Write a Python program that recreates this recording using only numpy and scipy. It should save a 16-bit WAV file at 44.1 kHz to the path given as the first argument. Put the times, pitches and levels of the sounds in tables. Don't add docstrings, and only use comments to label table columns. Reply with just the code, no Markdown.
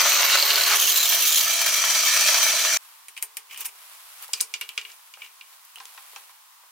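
import sys
import numpy as np
from scipy import signal
from scipy.fft import rfft, irfft, next_fast_len
from scipy.io import wavfile
from scipy.ndimage import uniform_filter1d, map_coordinates

SR = 44100
rng = np.random.default_rng(int(sys.argv[2]) if len(sys.argv) > 2 else 0)


def materialize(psi):
    bounded = np.clip(np.atleast_2d(psi).T, -1, 1)
    quanta = np.round(bounded * 32767).astype(np.int16)
    wavfile.write(sys.argv[1], SR, quanta)


N = 295896
TIME = np.arange(N) / SR
STOP_S = 2.774
SPINDLE_HZ, MOTOR_HZ, BELT_HZ = 37.97, 24.2, 13.8
TOP_HZ = 15950
THUD_HZ, CLINK_HZ = 895, 2840
EDGE_FALL_DB = 20.5
LAG_HZ = 701
CATCH_S, GLIDE_S = 0.00054, 0.0007
STRETCH = .22
FREE_RING_HZ, BOUND_DAMPING = (5550, 6200), 0.29

# (time [s], rattle level [dB])
RUNNING = [(0, -20.5), (.3, -26.5), (1.35, -24.5), (1.6, -22), (2.25, -18.5), (2.55, -21)]
# (time [s], grinding level [dB])
FEED = [(0, -23), (.75, -23), (.8, -30), (1.45, -37.5), (1.8, -59)]
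# (middle [s], length [s], level [dB])
BITES = [(.025, 0.096, -29), (.21, 0.09, -22), (.335, 0.11, -20.5), (.745, 0.043, -19.5)]
# (time [s], squeak level [dB])
SQUEAK = [(0, -30), (.7, -26), (.8, -23), (1.4, -21.5), (1.53, -27), (2.45, -28), (2.76, -34)]
# (time [s], level [dB], pitch [Hz])
SQUEAL = [(0, -22, 14000), (.65, -25.5, 13950), (.85, -23, 14200), (1.4, -22.5, 14270), (1.55, -35, 14500)]
# (time [s], level [dB], pitch [Hz])
SHRIEKS = [(.757, -17.5, 10900), (.812, -16.5, 11300), (.892, -17, 12600), (1.142, -30, 11130),
           (1.224, -20, 11070), (1.36, -16, 11300)]
# (first catch [s], end [s], level [dB], start pitch [Hz],
# end pitch [Hz], lower mode [Hz], lower mode level [dB], deeper lip [dB])
CHATTER = [(0.307, 0.74, -15, 5280, 4040, 2940, -16.5, -2.5),
           (0.794, 0.918, -21.5, 5740, 6700, 2980, -8, 6),
           (0.924, 1.083, -20.5, 5840, 7570, 3980, -4.5, 3.5),
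           (1.2527, 1.414, -20.5, 5670, 7340, 3910, -8.5, 5)]
CATCHES_PER_TURN = [2, 4, 4, 4]
# (time [s], level [dB], start pitch [Hz], end pitch [Hz])
SNAGS = [(0.506, -15, 5000, 2280)]
# (pitch [Hz], rms level [dB])
HUM = [(163, -76.5), (199.2, -70.5), (330, -68), (453, -76), (683.7, -51)]
# (pitch [Hz], level relative to the grinding [dB])
DRONE = [(380, -37), (414.5, -26.5), (454, -34)]

# (centre [Hz], width [Hz], lift [dB])
FRAME = [(438, 35, 2.5), (624, 120, 12), (1250, 315, 6.5), (1745, 163, 9), (2364, 290, 10), (3170, 210, 8),
         (4020, 77, 9.5), (4570, 410, 9), (5600, 110, 6), (5910, 67, 8.5), (6040, 580, 9.5),
         (8600, 280, 5.5), (10370, 470, 6), (14480, 820, 15.5)]
NUT = [(430, 72, 0.5), (580, 34, 11.5), (695, 38, 9.5), (2750, 100, 3.5), (4350, 290, 8)]
CHUCK = [(424, 120, 18), (1440, 130, 8.3), (2320, 270, 13.7), (2850, 410, 9.8), (3400, 430, 4),
         (4900, 170, 5), (7400, 400, 3.4), (9500, 1400, 1.1)]
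BIT = [(420, 77, 20), (2390, 560, 12.6), (2980, 550, 9.6), (9100, 1500, 8.2)]
SPINDLE = [(413, 160, 7.9), (793, 46, 16), (1040, 110, 8.7), (1596, 73, 8.2), (2480, 80, 8)]
CROSSBAR = [(2950, 900, 26), (8800, 700, 7.9), (14400, 1200, 8)]

# (frequency [Hz], level [dB per Hz])
RATTLE = [(30, -55), (110, -36), (170, -30), (280, -20), (450, -15), (650, -12), (900, -5), (1300, -2.5),
          (2500, 0), (5000, -0.5), (7000, 3), (10000, -5.5), (13000, -10.5), (16000, -16)]
GRIND = [(30, -38), (110, -38), (270, -22), (400, -15), (700, -9.5), (1100, 1.5), (1800, 1), (3600, -2),
         (4400, -6.5), (6100, 0.5), (9500, -15.5), (13000, -26)]
FLUTES = [(500, -61), (2200, -22), (3100, -2), (4500, -12), (6100, -6), (8500, -15.5), (10000, -13.5),
          (11400, -7), (12800, -13.5), (14300, -8.5), (16000, -17)]
SLIDE = [(120, -64), (270, -42), (420, -12), (650, -17), (1100, -2.5), (1800, -16), (3600, -9.5),
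         (7000, -3), (12200, -8), (14300, 0.5), (16000, -11)]
GLOVE = [(200, -47.5), (660, -9), (1300, -2.5), (1700, -6.5), (2400, -3.5), (6600, -8.5), (11300, -4),
         (16000, -9)]
AIR = [(30, -68), (120, -29), (270, -39), (420, -28), (650, -20), (890, -4), (1070, 0), (1330, -7.5),
       (1860, -9), (3500, -9), (7000, -11), (16000, -10.5)]

# (frequency [Hz], likeness [0 to 1])
PRESS_ALIKE = [(560, 1), (950, .85), (2400, .78), (6000, .44), (15000, .22)]
HAND_ALIKE = [(240, 0.9), (950, 1), (3800, 0.48), (15000, 0.079)]
AIR_ALIKE = [(240, 0.85), (950, 0.31), (3800, 0)]
# (frequency [Hz], left minus right [dB])
PRESS_SIDE = [(640, 0), (3100, -1.5), (6800, 2), (15000, -5)]
# (frequency [Hz], time to fall 60 dB [s])
SHOP = [(300, 0.74), (800, 0.19), (2100, 0.15), (5500, 0.14), (14600, 0.1)]

# (time [s], level [dB], treble edge [Hz], brightness [dB])
KNOCKS = [(.7555, -27, 14000, -5), (1.1214, -21, 14000, -10), (1.6168, -21.5, 15000, 2),
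          (1.6625, -20, 15000, 2), (1.6908, -27, 15000, 12), (1.8393, -21.5, 5000, -16),
          (2.1638, -23, 14500, 1), (2.2855, -18.5, 5500, 1), (2.3435, -18, 5500, 0),
          (2.3814, -25, 6000, -4), (2.4298, -23.5, 15000, 14), (2.4656, -21.5, 15000, -3),
          (2.6491, -20.5, 15000, -17)]
TAPS = [(3.0834, -39.5, 9700, 6), (3.166, -39, 15000, -11), (3.1762, -34.5, 15000, -5),
        (3.2255, -23, 13300, 19), (3.3698, -29, 14100, 8.5), (3.5102, -41, 15000, -20),
        (3.529, -48, 15000, -21), (3.545, -41, 15000, -14), (3.561, -41, 15000, -16),
        (3.575, -36, 15000, 10), (3.6068, -30.5, 14000, 19), (3.656, -28, 12000, 24),
        (3.661, -31.5, 12000, 17)]
CLICKS = [(4.3333, -23.5, 8300, 14), (4.3365, -23.5, 4700, 17.5), (4.399, -38, 6500, -1),
          (4.4054, -25, 5500, 18), (4.4098, -18, 9600, 25), (4.5393, -25.5, 6860, 3),
          (4.5445, -38, 6640, -11), (4.6118, -27.5, 13000, -9), (4.6907, -37, 12500, -17),
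          (4.7771, -23.5, 7300, -5.5), (4.814, -38, 7500, -7), (4.8506, -37, 8000, -23),
          (4.9006, -47, 14000, -20), (5.1384, -42, 7500, -5), (5.2187, -36.5, 8000, -28),
          (5.2324, -55, 7000, -7), (5.246, -44, 8000, -13), (5.2624, -50, 7000, -6),
          (5.4102, -41, 5000, -8)]
SKIPS = [(4.2252, -38.5, 13100, 21), (4.281, -45, 12000, 13), (4.918, -48, 7000, 9),
         (5.6505, -48, 13500, 22), (5.7848, -47, 5000, -7), (5.855, -41.5, 13000, -4)]
PINGS = [(4.6907, -35, 12500, 9), (5.7583, -40, 15000, -1)]
TUGS = [(5.801, -40, 5500, -6), (5.977, -42, 4500, -5), (6.161, -38, 6500, -5), (6.294, -54, 5000, -6)]
BUMPS = [(3.235, -67, 4000, -18), (4.29, -47, 4000, -15), (5.172, -51, 4000, -15),
         (5.772, -51.5, 4000, -12), (5.945, -58, 4000, -10), (6.132, -52.5, 4000, -8),
         (6.636, -56, 4000, -10)]
# (middle [s], length [s], level [dB])
SLIDES = [(3.205, 0.067, -64), (3.221, 0.0071, -46), (3.53, 0.052, -42.5), (3.595, 0.045, -40.5),
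          (3.617, 0.039, -34.5), (3.656, 0.021, -32.5), (3.688, .02, -44), (4.383, 0.027, -42),
          (4.88, 0.071, -56), (5.235, 0.087, -50.5)]
# (middle [s], length [s], level [dB])
HANDS = [(2.88, 0.47, -51), (3.9, 0.44, -47), (4.2, 0.37, -46), (4.24, 0.034, -39.5), (4.91, 0.11, -49.5),
         (5.53, 0.13, -53), (5.92, 0.44, -49), (6.14, 0.4, -48.5)]
# (time [s], level [dB])
HOLD = [(3.1, -60), (4.6, -50.5), (6.3, -62), (6.7, -68)]


def grinding():
    lips = 0.29 * np.cos(2 * np.pi * 2 * SPINDLE_HZ * TIME)
    force = amp(2.3 * wobble(600) + 1.26 * wobble(50.55) + lips)
    strength = np.hypot(level(FEED), swells(BITES))
    return strength * rush(force, GRIND, PRESS_ALIKE, PRESS_SIDE, NUT, ripple_db=2.5)


def press():
    beat = lambda hz: np.sin(2 * np.pi * hz * TIME)
    turns = 0.25 * beat(SPINDLE_HZ) + 0.48 * beat(MOTOR_HZ) + 0.09 * beat(BELT_HZ)
    force = amp(0.96 * wobble(450) + 0.85 * wobble(45.06) + turns)
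    return level(RUNNING) * rush(force, RATTLE, PRESS_ALIKE, PRESS_SIDE, FRAME, ripple_db=2.0)


def chatter(scatter_db=2.1, deepest_turn=.12, room_db=-9, fade_db=3):
    out = np.zeros(N)
    for spell, count in zip(CHATTER, CATCHES_PER_TURN):
        start, end, db, from_hz, to_hz, low_hz, low_db, uneven_db = spell
        for k, s in enumerate(np.arange(start, end, 1 / (count * SPINDLE_HZ))):
            size, detune, low_detune, slow = np.clip(rng.standard_normal(4), -1.5, 1.5)
            tune = 1 + 0.02 * detune
            bite_db = uneven_db * np.cos(2 * np.pi * (k / count - deepest_turn)) + scatter_db * size
            grip_db = fade_db * (np.sin(np.pi * (s - start) / (end - start)) ** .5 - .7)
            release = chirp(from_hz * tune, to_hz * tune, low_hz * (1 + 0.06 * low_detune), low_db,
                            np.exp(STRETCH * slow))
            add(out, s, amp(db + bite_db + grip_db) * release)
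    for s, db, from_hz, to_hz in SNAGS:
        add(out, s, amp(db) * chirp(from_hz, to_hz, low_hz=2930, low_db=-14, lasts=2.14))
    out = signal.sosfilt(signal.butter(3, 1500, "high", fs=SR, output="sos"), out)
    return out + amp(room_db) * signal.fftconvolve(out[None], tail(), axes=1)[:, :N]


def chirp(from_hz, to_hz, low_hz, low_db, lasts=1, crack=0.2, low_lasts=2.7):
    t = np.arange(512) / SR
    swell = lambda life: (t / life * np.exp(1 - t / life)) ** .5
    pitch = to_hz + (from_hz - to_hz) * np.exp(-t / (GLIDE_S * lasts))
    glide = np.sin(2 * np.pi * np.cumsum(pitch) / SR) + crack * rng.standard_normal(len(t))
    low_mode = swell(low_lasts * CATCH_S) * np.sin(2 * np.pi * low_hz * t)
    return swell(CATCH_S * lasts) * glide + amp(low_db) * low_mode


def squeaks(burst_db=7.0):
    force = amp(burst_db * np.tanh(wobble(170)) + 1.0 * np.sin(2 * np.pi * SPINDLE_HZ * TIME))
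    modes = [(10700, 190, 3.6), (14375, 130, 6.9)]  # (centre [Hz], width [Hz], lift [dB])
    return level(SQUEAK) * rush(force, FLUTES, PRESS_ALIKE, PRESS_SIDE, modes, ripple_db=4.0)


def squeals(scatter_db=4, spread=0.019, length_s=.005, shriek_s=0.0059, waver=0.017, room_db=-5):
    t = np.arange(1024) / SR
    times = np.arange(0, SQUEAL[-1][0], 1 / (4 * SPINDLE_HZ))
    when, db, hz = np.transpose(SQUEAL)
    late, size, detune = rng.standard_normal((len(times), 3)).T
    starts = times + late * length_s / 2
    levels = np.interp(times, when, db) + scatter_db * np.minimum(size, 1.5)
    pitches = np.interp(times, when, hz) * (1 + spread * detune)
    whistles = zip(starts, levels, pitches)
    out = np.zeros((2, N))
    for rows, length in ((whistles, length_s), (SHRIEKS, shriek_s)):
        swell = np.sin(np.pi * np.minimum(t / length, 1))
        for s, peak_db, pitch in rows:
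            drift = unit(uniform_filter1d(rng.standard_normal((2, len(t))), size=40))
            phase = 2 * np.pi * np.cumsum(pitch * (1 + waver * drift), axis=1) / SR
            add(out, s, amp(peak_db) * swell * np.sin(phase))
    room = signal.fftconvolve(out, tail(), axes=1)[:, :N]
    return placed(out + amp(room_db) * room, PRESS_ALIKE, PRESS_SIDE)


def knocks():
    return strikes(KNOCKS, FRAME, PRESS_ALIKE, crack_t60=0.021, ring_db=-4.5, ring_t60=0.075,
                   room_db=0, thud_db=-6.0, bass_db=-27.5)


def motor(drift=0.0057, swing_db=4):
    clock = TIME + drift * np.cumsum(wobble(4.05)) / SR
    tone = lambda hz: unit(amp(swing_db * wobble(6.2)) * np.sin(2 * np.pi * hz * clock))
    hum = sum(amp(db) * tone(hz) for hz, db in HUM)
    drone = sum(amp(db) * tone(hz) for hz, db in DRONE)
    return hum + level(FEED) * drone


def bound(x):
    spells = sum(1. * (TIME > start) * (TIME < end) for start, end, *_ in CHATTER)
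    caught = uniform_filter1d(spells, size=1500)
    ring = signal.sosfiltfilt(signal.butter(2, FREE_RING_HZ, "band", fs=SR, output="sos"), x)
    return x - BOUND_DAMPING * caught * ring


def shifting(x, depth_db=2.0):
    z = signal.stft(x, nperseg=1024)[2]
    field = uniform_filter1d(rng.standard_normal(z.shape[1:]), size=4, axis=0)
    field = uniform_filter1d(field, size=7, axis=1)
    moving = signal.istft(z * amp(depth_db * unit(field)), nperseg=1024)[1][:, :N]
    return np.std(x) * unit(moving)


def handling():
    return scrapes() + gloves() + contacts()


def scrapes():
    push = swells(SLIDES)
    roughness = amp(1.7 * wobble(1800) + 1.2 * wobble(200))
    scrape = push * rush(roughness, SLIDE, HAND_ALIKE, modes=BIT[1:3])
    jaw_colour = [(1200, -27.0), (2400, -1), (3000, -2), (4500, -27)]  # (frequency [Hz], level [dB per Hz])
    jaws = np.minimum(push, amp(-51.0)) * rush(amp(1.5 * wobble(250)), jaw_colour, HAND_ALIKE)
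    return scrape + jaws


def gloves():
    strength = np.hypot(level(HOLD), swells(HANDS))
    return strength * rush(amp(1.6 * wobble(700) + 0.52 * wobble(26)), GLOVE, AIR_ALIKE)


def contacts():
    taps = strikes(TAPS, BIT, HAND_ALIKE, crack_t60=0.0045, ring_db=1, ring_t60=0.036, room_db=-0.5,
                   thud_db=-14, bass_db=-44, ripple_db=3.0, lag_s=.018)
    clicks = strikes(CLICKS, CHUCK, HAND_ALIKE, crack_t60=0.013, ring_db=-7.5, ring_t60=0.033,
                     room_db=-4.0, thud_db=-18.5, bass_db=-25, ripple_db=2.0, lag_s=.018)
    tugs = strikes(TUGS, SPINDLE, HAND_ALIKE, crack_t60=0.02, ring_db=-7.0, ring_t60=0.11,
                   room_db=-4.5, thud_db=-1.0, bass_db=-34, ripple_db=2.5, lag_s=0.01006)
    bumps = strikes(BUMPS, SPINDLE[:1], HAND_ALIKE, crack_t60=0.034, ring_db=-30, ring_t60=0.068,
                    room_db=-7, thud_db=23, bass_db=-37)
    light = dict(crack_t60=0.0047, ring_db=-8, ring_t60=0.023, room_db=-5.0,
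                 thud_db=-24.0, bass_db=-29, ripple_db=2.0)
    skips = strikes(SKIPS, CHUCK[:1], HAND_ALIKE, **light)
    pings = strikes(PINGS, CROSSBAR, HAND_ALIKE, **light)
    return taps + clicks + skips + pings + tugs + bumps


def strikes(rows, modes, alike, crack_t60, ring_db, ring_t60, room_db, thud_db, bass_db,
            ripple_db=2.0, lag_s=0):
    out = np.zeros((2, N))
    fine = thicket(ripple_db, 60)
    slope = [(100, bass_db), (250, bass_db + 3), (550, -9.5), (1000, 2.5)]
    body = lambda hz: lift(modes, hz) + along(fine, hz) + along(slope, hz)
    treble = np.linspace(THUD_HZ, TOP_HZ, 512)
    for s, db, edge_hz, bright_db in rows:
        room = tail()
        t = np.arange(room.shape[1]) / SR
        burst = lambda t60: unit(rng.standard_normal(room.shape) * amp(-60 * t / t60)) / np.sqrt(len(t))
        blow = burst(crack_t60) + amp(ring_db) * burst(ring_t60) + amp(room_db) * room
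        clink = [(CLINK_HZ, 0), (edge_hz, bright_db), (2 * edge_hz, bright_db - EDGE_FALL_DB)]
        clink_db = 10 * np.log10(np.mean(amp(along(clink, treble) + body(treble)) ** 2))
        contact = [(THUD_HZ, clink_db + thud_db)] + clink
        hit = lagging(coloured(blow, lambda hz: along(contact, hz) + body(hz)), lag_s)
        early = np.std(hit[:, t < .01], axis=1, keepdims=True)
        add(out, s, amp(db) * hit / early)
    return placed(signal.sosfilt(signal.butter(3, 300, "high", fs=SR, output="sos"), out), alike)


def lagging(x, lag_s):
    n = x.shape[-1]
    hz = np.fft.rfftfreq(2 * n, 1 / SR)
    paths = np.interp(hz, np.linspace(0, SR / 2, 256), rng.uniform(0, 2, 256))
    delay = lag_s * paths * np.exp(-hz / LAG_HZ)
    phase = 2 * np.pi * hz[1] * (delay.sum() - np.cumsum(delay))
    return irfft(rfft(x, 2 * n) * np.exp(1j * phase))[..., :n]


def workshop_air():
    return amp(-52.0) * rush(1, AIR, AIR_ALIKE)


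def tail(size=8192):
    hz, t, z = signal.stft(rng.standard_normal((2, size)), SR, nperseg=256)
    fade = amp(-60 * t / along(SHOP, hz)[:, None])
    return unit(signal.istft(z * fade, SR, nperseg=256)[1]) / np.sqrt(size)


def rush(force, spectrum, alike, side=((1000, 0),), modes=((1000, 100, 0),), ripple_db=0):
    touches = force * rng.standard_normal((2, N))
    fine = thicket(ripple_db, 25)
    colour = lambda hz: along(spectrum, hz) + lift(modes, hz) + along(fine, hz)
    return unit(placed(coloured(touches, colour), alike, side))


def thicket(depth_db, spacing_hz):
    hz = np.arange(0, SR / 2, spacing_hz)
    return np.transpose([hz, depth_db * rng.standard_normal(len(hz))])


def lift(modes, hz):
    return sum(db / (1 + (2 * (hz - centre) / width) ** 2) for centre, width, db in modes)


def coloured(x, gain_db):
    n = x.shape[-1]
    m = 2 * next_fast_len(n // 2 + 2048)
    cepstrum = irfft(np.log(amp(gain_db(np.fft.rfftfreq(m, 1 / SR))) + 1e-6), m)
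    cepstrum[1:m // 2] *= 2
    cepstrum[m // 2 + 1:] = 0
    return irfft(rfft(x, m) * np.exp(rfft(cepstrum)), m)[..., :n]


def placed(pair, alike, side=((1000, 0),)):
    n = pair.shape[-1]
    m = next_fast_len(n + 2048)
    hz = np.fft.rfftfreq(m, 1 / SR)
    turn = np.arccos(np.clip(along(alike, hz), -1, 1)) / 2
    a, b = rfft(pair, m) * [np.cos(turn), np.sin(turn)]
    lean = amp(along(side, hz) / 2)
    return irfft([(a + b) * lean, (a - b) / lean], m)[:, :n]


def swells(rows):
    bells = (amp(db) * np.exp(-(2 * (TIME - s) / length) ** 2) for s, length, db in rows)
    return np.sqrt(sum(bell ** 2 for bell in bells))


def level(rows):
    return amp(np.interp(TIME, *np.transpose(rows)))


def wobble(rate):
    points = rng.standard_normal(int(N * rate / SR) + 4)
    return unit(map_coordinates(points, [TIME * rate], order=2))


def along(points, hz):
    f, v = np.transpose(points)
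    return np.interp(np.log(hz + 1), np.log(f + 1), v)


def add(track, s, sound):
    part = track[..., max(0, round(s * SR)):][..., :sound.shape[-1]]
    part += sound[..., :part.shape[-1]]


def amp(db):
    return 10 ** (np.asarray(db) / 20)


def unit(x):
    return x / np.sqrt(np.mean(x ** 2) + 1e-20)


def scene():
    cutting = bound(shifting(press() + grinding()) + squeaks())
    drilling = cutting + chatter() + squeals() + knocks()
    running = np.clip((STOP_S - TIME) / .002, 0, 1)
    return running * (motor() + drilling) + handling() + workshop_air()


def record(dry):
    m = next_fast_len(N + 8192)
    hz = np.fft.rfftfreq(m, 1 / SR)
    keep = np.clip((TOP_HZ - hz) / 300 + .5, 0, 1)
    return irfft(rfft(dry, m) * keep, m)[:, :N]


dry = scene()
out = record(dry)
materialize(out)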